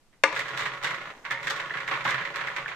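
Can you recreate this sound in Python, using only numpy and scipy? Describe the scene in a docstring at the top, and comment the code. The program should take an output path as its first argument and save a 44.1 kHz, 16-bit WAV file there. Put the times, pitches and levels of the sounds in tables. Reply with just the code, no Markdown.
"""A hard ball drops onto a small tabletop football game in a bare room: a crack and a ringing board.
Loose rods chatter in their holes as they are turned and slid, and clack against the plastic tray.
Plastic figures tap on their rods, and hands and sleeves rustle on the handles.
The tray rings briefly and the table under it booms faintly."""
import sys
import numpy as np
from scipy import signal
from scipy.fft import rfft, irfft, next_fast_len
from scipy.io import wavfile
from scipy.ndimage import uniform_filter1d

SR = 44100
rng = np.random.default_rng(int(sys.argv[2]) if len(sys.argv) > 2 else 0)


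def bounce(signal):
    """Save signal as a 16-bit WAV file at the path given by the first command-line argument."""
    frames = np.transpose(np.atleast_2d(signal))
    limited = np.clip(frames, -1, 1)
    pcm = np.round(limited * 32767).astype(np.int16)
    wavfile.write(sys.argv[1], SR, pcm)


N = 121275  # 2.75 s


def amp(db):
    """Decibels to gain."""
    return 10 ** (np.asarray(db) / 20)


def unit(x):
    """Scale to rms 1."""
    return x / np.sqrt(np.mean(x ** 2) + 1e-20)


def along(points, hz):
    """Read a curve of (Hz, value) points on a log frequency axis."""
    freqs, values = np.transpose(points)
    return np.interp(np.log(hz + 1), np.log(freqs + 1), values)


def filtered(x, response):
    """Filter x with a complex response given as a function of Hz."""
    n = x.shape[-1]
    size = 2 * next_fast_len(n)
    return irfft(rfft(x, size) * response(np.fft.rfftfreq(size, 1 / SR)), size)[..., :n]


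def eq(x, points):
    """Minimum-phase EQ through (Hz, dB) points, with unit power gain."""
    def response(hz):
        cepstrum = irfft(np.log(unit(amp(along(points, hz)))))
        half = len(cepstrum) // 2
        cepstrum[1:half] *= 2
        cepstrum[half + 1:] = 0
        return np.exp(rfft(cepstrum))
    return filtered(x, response)


def resonate(x, modes):
    """A bank of resonators (Hz, width Hz, dB) of alternating polarity, with unit power gain."""
    def response(f):
        bank = sum((-1) ** k * amp(db) * 1j * f * width / (hz * hz - f * f + 1j * f * width)
                   for k, (hz, width, db) in enumerate(modes))
        return bank / np.sqrt(np.mean(abs(bank) ** 2))
    return filtered(x, response)


def pan(db):
    """Stereo gains that put the left db above the right."""
    return amp(np.array([[db], [-db]]) / 2)


def add(track, s, sound):
    """Mix a sound in at s seconds."""
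    start = max(round(s * SR), 0)
    track[:, start:start + sound.shape[1]] += sound[:, :max(N - start, 0)]


# stereo image (frequency [Hz], left-right correlation [0-1])
STEREO_IMAGE = [(30, 0.33), (110, 1), (400, 0.9), (1100, 0.85), (2200, 0.35), (4500, 0), (12000, 0.09)]

def spread(pair):
    """Two unrelated signals become mid and side: narrow in the low mids, wide in the treble."""
    def mid_side_gains(hz):
        angle = np.arccos(np.clip(along(STEREO_IMAGE, hz), -1, 1)) / 2
        return np.array([np.cos(angle), np.sin(angle)])
    mid, side = filtered(pair, mid_side_gains)
    return np.array([mid + side, mid - side])


def burst(fade_s, rise_s=0):
    """One contact: a stereo burst of dense, fast-dying vibration with a flat spectrum."""
    t = np.arange(SR // 8) / SR
    fade = amp(-60 * t / fade_s)
    spectrum = rfft(rng.standard_normal((2, len(t))) * fade)
    flat = irfft(spectrum / (abs(spectrum) + 1e-9), len(t))
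    attack = 1 - np.exp(-(t + 1 / SR) / (rise_s + 1e-9))
    hit = flat * np.sqrt(fade) * attack  # a second fade tightens the tail
    return spread(unit(hit) * np.sqrt(np.mean(fade ** 2)))


def contacts(per_s, scatter_db, fade_s, rods=4):
    """A texture of random tiny contacts, each rod with its own ring; rms 1."""
    texture = np.zeros((2, N))
    for _ in range(rods):
        hits = (rng.random(N) < per_s / rods / SR) * amp(rng.uniform(-scatter_db, scatter_db, N))
        hits *= rng.choice([-1, 1], N)
        texture += signal.fftconvolve(hits[None], burst(fade_s), axes=1)[:, :N]
    power = uniform_filter1d(np.mean(texture ** 2, axis=0), size=SR // 20)
    return unit(texture / np.sqrt(abs(power) + 0.13 * np.mean(power)))  # compress to an even level


# reverb time of the bare room (frequency [Hz], t60 [s])
ROOM_DECAY = [(150, 0.35), (1000, 0.37), (4000, 0.41), (12000, 0.12)]

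def room(x, wet_db):
    """Add a diffuse tail in which each frequency dies at its own speed."""
    hz, t, noise = signal.stft(rng.standard_normal((2, SR // 2)), SR, nperseg=256)
    decay = amp(-60 * t / along(ROOM_DECAY, hz)[:, None])
    tail = signal.istft(noise * decay, SR, nperseg=256)[1]
    tail = spread(np.pad(tail, ((0, 0), (SR // 250, 0))))  # 4 ms pre-delay
    wet = signal.fftconvolve(x.mean(axis=0)[None], tail / np.linalg.norm(tail[0]), axes=1)[:, :N]
    balance = unit(x.std(axis=1))[:, None]  # the tail leans the same way as the dry sound
    return x + amp(wet_db) * wet * balance


# room tone spectrum (frequency [Hz], level [dB])
ROOM_TONE_EQ = [(20, -4.5), (35, -16.5), (75, -24), (130, -19), (2100, -31.5), (8800, -37.5), (15000, -50)]

def room_tone(level_db=-63):
    """A quiet, steady bed of dark noise."""
    return amp(level_db) * unit(spread(eq(rng.standard_normal((2, N)), ROOM_TONE_EQ)))


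# spectrum of hands and sleeves rubbing (frequency [Hz], level [dB])
RUSTLE_EQ = [(100, -9), (330, -5.5), (900, -2.5), (3500, -28), (6500, -20), (9500, -34.5)]

def hand_rustle(start_s, level_db=-54):
    """From start_s on, hands and sleeves rub softly on the handles."""
    playing = np.arange(N) / SR > start_s
    rubbing = contacts(per_s=1500, scatter_db=3.5, fade_s=0.035)
    return amp(level_db) * playing * unit(eq(rubbing, RUSTLE_EQ))


# low modes of the table top (frequency [Hz], width [Hz], level [dB])
TABLE_MODES = [(130.5, 11.4, 3.5), (166, 23, 1)]
# hollow knock of the tray (frequency [Hz], level [dB])
KNOCK_EQ = [(100, -33), (250, -3), (550, -6.5), (1100, 8.5), (1800, 4), (4000, -35.5)]
# shoves that jolt the whole tray (time [s], knock level [dB], boom level [dB])
SHOVE_CUES = [(.585, -47, -38), (0.838, -35, -67), (0.914, -36.5, -34), (1.309, -36, -32),
              (1.504, -31.5, -39), (1.751, -39.5, -34), (1.914, -31.5, -39), (2.053, -26, -26.5),
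              (2.138, -59, -27), (2.58, -37, -32)]

def shoves(boom_trim_db=-4, knock_trim_db=1, rise_s=0.04):
    """A shove knocks the hollow tray and sets the table top booming."""
    t = np.arange(SR // 2) / SR
    swell = 1 - np.exp(-t / rise_s)
    booms, knocks = np.zeros((2, N)), np.zeros((2, N))
    for s, knock_db, boom_db in SHOVE_CUES:
        boom = sum(amp(db) * np.exp(-np.pi * width * t) * np.sin(2 * np.pi * (hz * t + rng.random()))
                   for hz, width, db in TABLE_MODES)
        add(booms, s, amp(boom_db + boom_trim_db) * swell * boom[None])
        add(knocks, s, amp(knock_db + knock_trim_db) * burst(fade_s=0.19))
    return booms + room(eq(knocks, KNOCK_EQ), wet_db=-5)


# bright scraping edge of every rod contact (frequency [Hz], level [dB])
SCRAPE_EQ = [(1500, -28.5), (3500, 8.5), (4600, 0), (7000, -3), (8500, -8.5), (10000, -22.5), (12500, -15),
             (14500, -23)]
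# rod strokes (time [s], length [s], level [dB])
SLIDE_CUES = [(0.345, 0.066, -45.5), (0.572, 0.094, -47), (0.835, 0.1, -49.5), (1.442, 0.037, -45),
              (2.039, 0.1, -45.5)]

def rod_slides(rise_s=0.006, release_s=0.035):
    """A rod sliding through its hole scrapes in fine slips."""
    t = np.arange(N) / SR
    strokes = sum(amp(db) * np.clip((t - s) / rise_s, 0, 1) * np.clip((s + length - t) / release_s, 0, 1)
                  for s, length, db in SLIDE_CUES)
    slips = unit(eq(contacts(per_s=900, scatter_db=12, fade_s=0.03), SCRAPE_EQ))
    return room(strokes * slips * pan(db=1), wet_db=-2.5)


# ring of the plastic tray (frequency [Hz], width [Hz], level [dB])
TRAY_MODES = [(373, 84, -15), (548.5, 7.1, 14.5), (807, 9.2, -1), (927, 13, 12), (1107, 56, 10),
              (1463, 30, 13.5), (1678, 80, 0), (1995, 58, -16.5)]
# body of the rod chatter (frequency [Hz], level [dB])
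CHATTER_EQ = [(60, -23.5), (220, -25.5), (450, -5.5), (750, -12), (1100, -5), (2000, -3.5), (2800, -9.5),
              (4000, -19), (6000, -54.5), (12000, -85)]
# fader curve of the moving rods (time [s], level [dB])
CHATTER_FADER = [(.27, -37), (.38, -27.5), (.45, -34.5), (.62, -28.5), (.8, -36.5), (.86, -29),
                 (.98, -35.5), (1.11, -35.5), (1.135, -44), (1.22, -58), (1.27, -43), (1.42, -37.5),
                 (1.48, -32.5), (1.68, -33), (1.86, -36), (1.94, -27), (2.0, -32.5), (2.1, -27.5),
                 (2.32, -36), (2.41, -32), (2.75, -37.5)]

def rod_chatter(body_db=-5, ring_db=-4, scrape_db=-21, boom_db=-22):
    """Loose rods jiggle in their holes; the tray and the table shake along."""
    times, levels_db = np.transpose(CHATTER_FADER)
    fader = amp(np.interp(np.arange(N) / SR, times, levels_db, left=-120))
    jiggle = contacts(per_s=170, scatter_db=8.5, fade_s=0.032)
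    tray = eq(jiggle, CHATTER_EQ) + amp(ring_db) * resonate(jiggle, TRAY_MODES)
    body = amp(body_db) * unit(room(tray, wet_db=-1.5)) * pan(db=-1.5)
    scrape = amp(scrape_db) * unit(room(eq(jiggle, SCRAPE_EQ), wet_db=8)) * pan(db=1)
    boom = amp(boom_db) * unit(resonate(jiggle, TABLE_MODES))
    return fader * (body + scrape + boom)


# light taps of the plastic figures (time [s], level [dB], centre pitch [Hz])
TAP_CUES = [(1.302, -24, 2084), (1.3125, -16, 1880), (1.346, -22, 1980), (1.374, -23.5, 2004),
            (1.397, -27, 1990), (1.5958, -19.5, 1964), (1.7048, -16, 1884), (1.739, -21, 1840),
            (1.878, -28.5, 2020), (2.483, -20.5, 1795), (2.6598, -20.5, 1683)]

def figure_taps(trim_db=-8, t60=0.041, rise_s=0.00067, detune=0.2, modes=4):
    """A figure knocks against its rod and rings briefly in a cluster of close, hollow modes."""
    t, taps = np.arange(SR // 6) / SR, np.zeros((2, N))
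    envelope = amp(-60 * t / t60) * (1 - np.exp(-t / rise_s))
    for s, db, centre_hz in TAP_CUES:
        offsets = np.linspace(-0.5, 0.5, modes) + rng.uniform(-0.59, 0.6, modes) / modes
        mode_hz = centre_hz * (1 + detune * offsets)
        ring = np.sin(2 * np.pi * (mode_hz[:, None] * t + rng.random((modes, 1)))).sum(axis=0)
        add(taps, s, amp(db + trim_db) * envelope * ring * pan(db=-3))
    return room(taps, wet_db=-7)


# snaps of a catching rod (time [s], level [dB])
SNAP_CUES = [(0.3835, -44), (0.392, -30), (0.8348, -29.5), (1.498, -43), (1.506, -24.5), (2.107, -27.5),
             (2.358, -33.5)]

def rod_snaps():
    """A rod catches on the rim of its hole and lets go with a bright click."""
    snaps = np.zeros((2, N))
    for s, db in SNAP_CUES:
        add(snaps, s, amp(db) * burst(fade_s=0.014, rise_s=0.0039))
    return room(eq(snaps, SCRAPE_EQ) * pan(db=4), wet_db=-21.5)


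def struck_part(hit, centre_hz=1600, octaves=0.52, width_hz=280, ring_db=-14):
    """A contact also rings the small part that it strikes, at a random pitch."""
    hz = centre_hz * 2 ** rng.uniform(-octaves, octaves)
    return hit + amp(ring_db) * resonate(hit, [(hz, width_hz, 0)])


# body of a rod clack (frequency [Hz], level [dB])
CLACK_EQ = [(70, -16), (300, -19), (750, -9.5), (1100, -4), (1500, 1), (2050, 5.5), (2800, -3), (4000, -10),
            (6000, -26), (12000, -57.5)]
# rods hitting their stops (time [s], level [dB], treble offset [dB])
CLACK_CUES = [(0.128, -47, -24), (0.3612, -14, -22), (0.3937, -15, -16), (0.418, -31, -32),
              (0.4566, -24.5, -20), (0.4814, -19.5, -17.5), (0.574, -16, -13.5), (0.594, -15, -19),
              (0.622, -18.5, -25), (0.655, -14.5, -21), (0.6658, -19.5, -22), (0.7344, -26.5, -19),
              (0.8272, -19.5, -17), (0.843, -10.5, -17.5), (0.8682, -15, -23), (0.9063, -17.5, -22),
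              (0.9436, -21.5, -19), (1.0118, -25.5, -25), (1.1054, -34, -33), (1.176, -39, -17),
              (1.2495, -18.5, -26), (1.2614, -22, -33), (1.3078, -13, -18), (1.322, -17.5, -29),
              (1.4287, -22.5, -16), (1.47, -11, -18.5), (1.5, -19.5, -6.5), (1.5614, -22, -14.5),
              (1.5989, -15, -23.5), (1.7386, -17.5, -31), (1.7711, -16, -27), (1.802, -18.5, -24),
              (1.8764, -14.5, -21), (1.9114, -11.5, -29), (1.938, -13, -36), (2.0076, -19.5, -25.5),
              (2.0508, -11.5, -43), (2.0758, -11.5, -27), (2.0883, -13, -23), (2.111, -12.5, -25),
              (2.141, -13, -26), (2.1801, -15.5, -31), (2.211, -17.5, -40), (2.2504, -15.5, -25.5),
              (2.3408, -20.5, -27), (2.3583, -15.5, -19), (2.39, -19.5, -32), (2.4083, -16.5, -28),
              (2.438, -19.5, -35), (2.4707, -16.5, -23), (2.562, -14, -21.5), (2.583, -17.5, -29),
              (2.6794, -18.5, -22.5), (2.716, -20, -36)]

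def rod_clacks(body_db=-15, ring_db=-8, edge_db=-4, rise_s=0.00096, rebound_s=0.0055, hits=4):
    """A rod grazes its stop, hits it and clatters to rest, ringing the tray under a bright edge."""
    body, edge = np.zeros((2, N)), np.zeros((2, N))
    graze = (-0.005, -14)  # (delay [s], level [dB])
    for s, db, treble_db in CLACK_CUES:
        flights_s = rebound_s * rng.uniform(0.5, 1.5, hits)
        bounces = [(flights_s[:k].sum(), -3 * k) for k in range(hits)]  # each 3 dB softer
        for delay, hit_db in [graze] + bounces:
            add(body, s + delay, amp(db + hit_db) * struck_part(burst(fade_s=0.046, rise_s=rise_s)))
            add(edge, s + delay, amp(db + hit_db + treble_db) * burst(fade_s=0.041, rise_s=rise_s))
    tray = eq(body, CLACK_EQ) + amp(ring_db) * resonate(body, TRAY_MODES)
    clack = amp(body_db) * tray * pan(db=-4)
    scrape = amp(edge_db) * eq(edge, SCRAPE_EQ) * pan(db=-1)
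    return room(clack, wet_db=-5.5) + room(scrape, wet_db=-3.5)


# modes of the board under the ball (frequency [Hz], level [dB], t60 [s])
BOARD_MODES = [(306, -16.5, 0.26), (444, -13, 0.16), (540.4, -1.5, 0.14), (882, 1, 0.068), (1190, -5, 0.13),
               (1460, -1.5, 0.092), (1693, 3, 0.077), (2120, 5.5, 0.066), (2790, -5.5, 0.075),
               (3670, -13.5, 0.1)]
# crack of the ball (frequency [Hz], level [dB])
CRACK_EQ = [(70, -32), (300, -24), (520, -6.5), (720, -12.5), (950, -1.5), (1400, -10.5), (2150, -1),
            (3000, -16), (5500, -18.5), (8500, -25.5), (10000, -45), (14000, -42)]
# the landing and its small rebound (time [s], level [dB])
BALL_CUES = [(0.2363, -6), (.3267, -28)]

def ball_drop(ring_db=-12, crack_db=-5, slap_delay_s=0.0018, slap_db=-2, rise_s=0.00017):
    """The hard ball cracks on the board, which slaps the table and rings."""
    t = np.arange(SR // 2) / SR
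    ring = sum(amp(db - 60 * t / t60) * np.sin(2 * np.pi * (hz * t + rng.random()))
               for hz, db, t60 in BOARD_MODES)
    ring *= 1 - np.exp(-t / rise_s)
    board, cracks = np.zeros((2, N)), np.zeros((2, N))
    for s, db in BALL_CUES:
        add(board, s, amp(db + ring_db) * ring * pan(db=6))
        for delay, hit_db in [(0, 0), (slap_delay_s, slap_db)]:
            crack = eq(burst(fade_s=0.035), CRACK_EQ)
            add(cracks, s + delay, amp(db + crack_db + hit_db) * crack * pan(db=2.5))
    return room(board, wet_db=-16) + room(cracks, wet_db=-8)


def scene():
    """The ball and the sharp hits up front, handling noise behind them, room tone underneath."""
    bed = room_tone()
    hits = ball_drop() + rod_clacks() + rod_snaps() + figure_taps()
    handling = rod_chatter() + rod_slides() + hand_rustle(start_s=BALL_CUES[0][0]) + shoves()
    return bed + handling + hits


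def record(dry):
    """A steep high cut on the whole mix."""
    cutoff_hz = 14600
    return filtered(dry, lambda hz: 1 / np.sqrt(1 + (hz / cutoff_hz) ** 100))


dry = scene()
out = record(dry)
bounce(out)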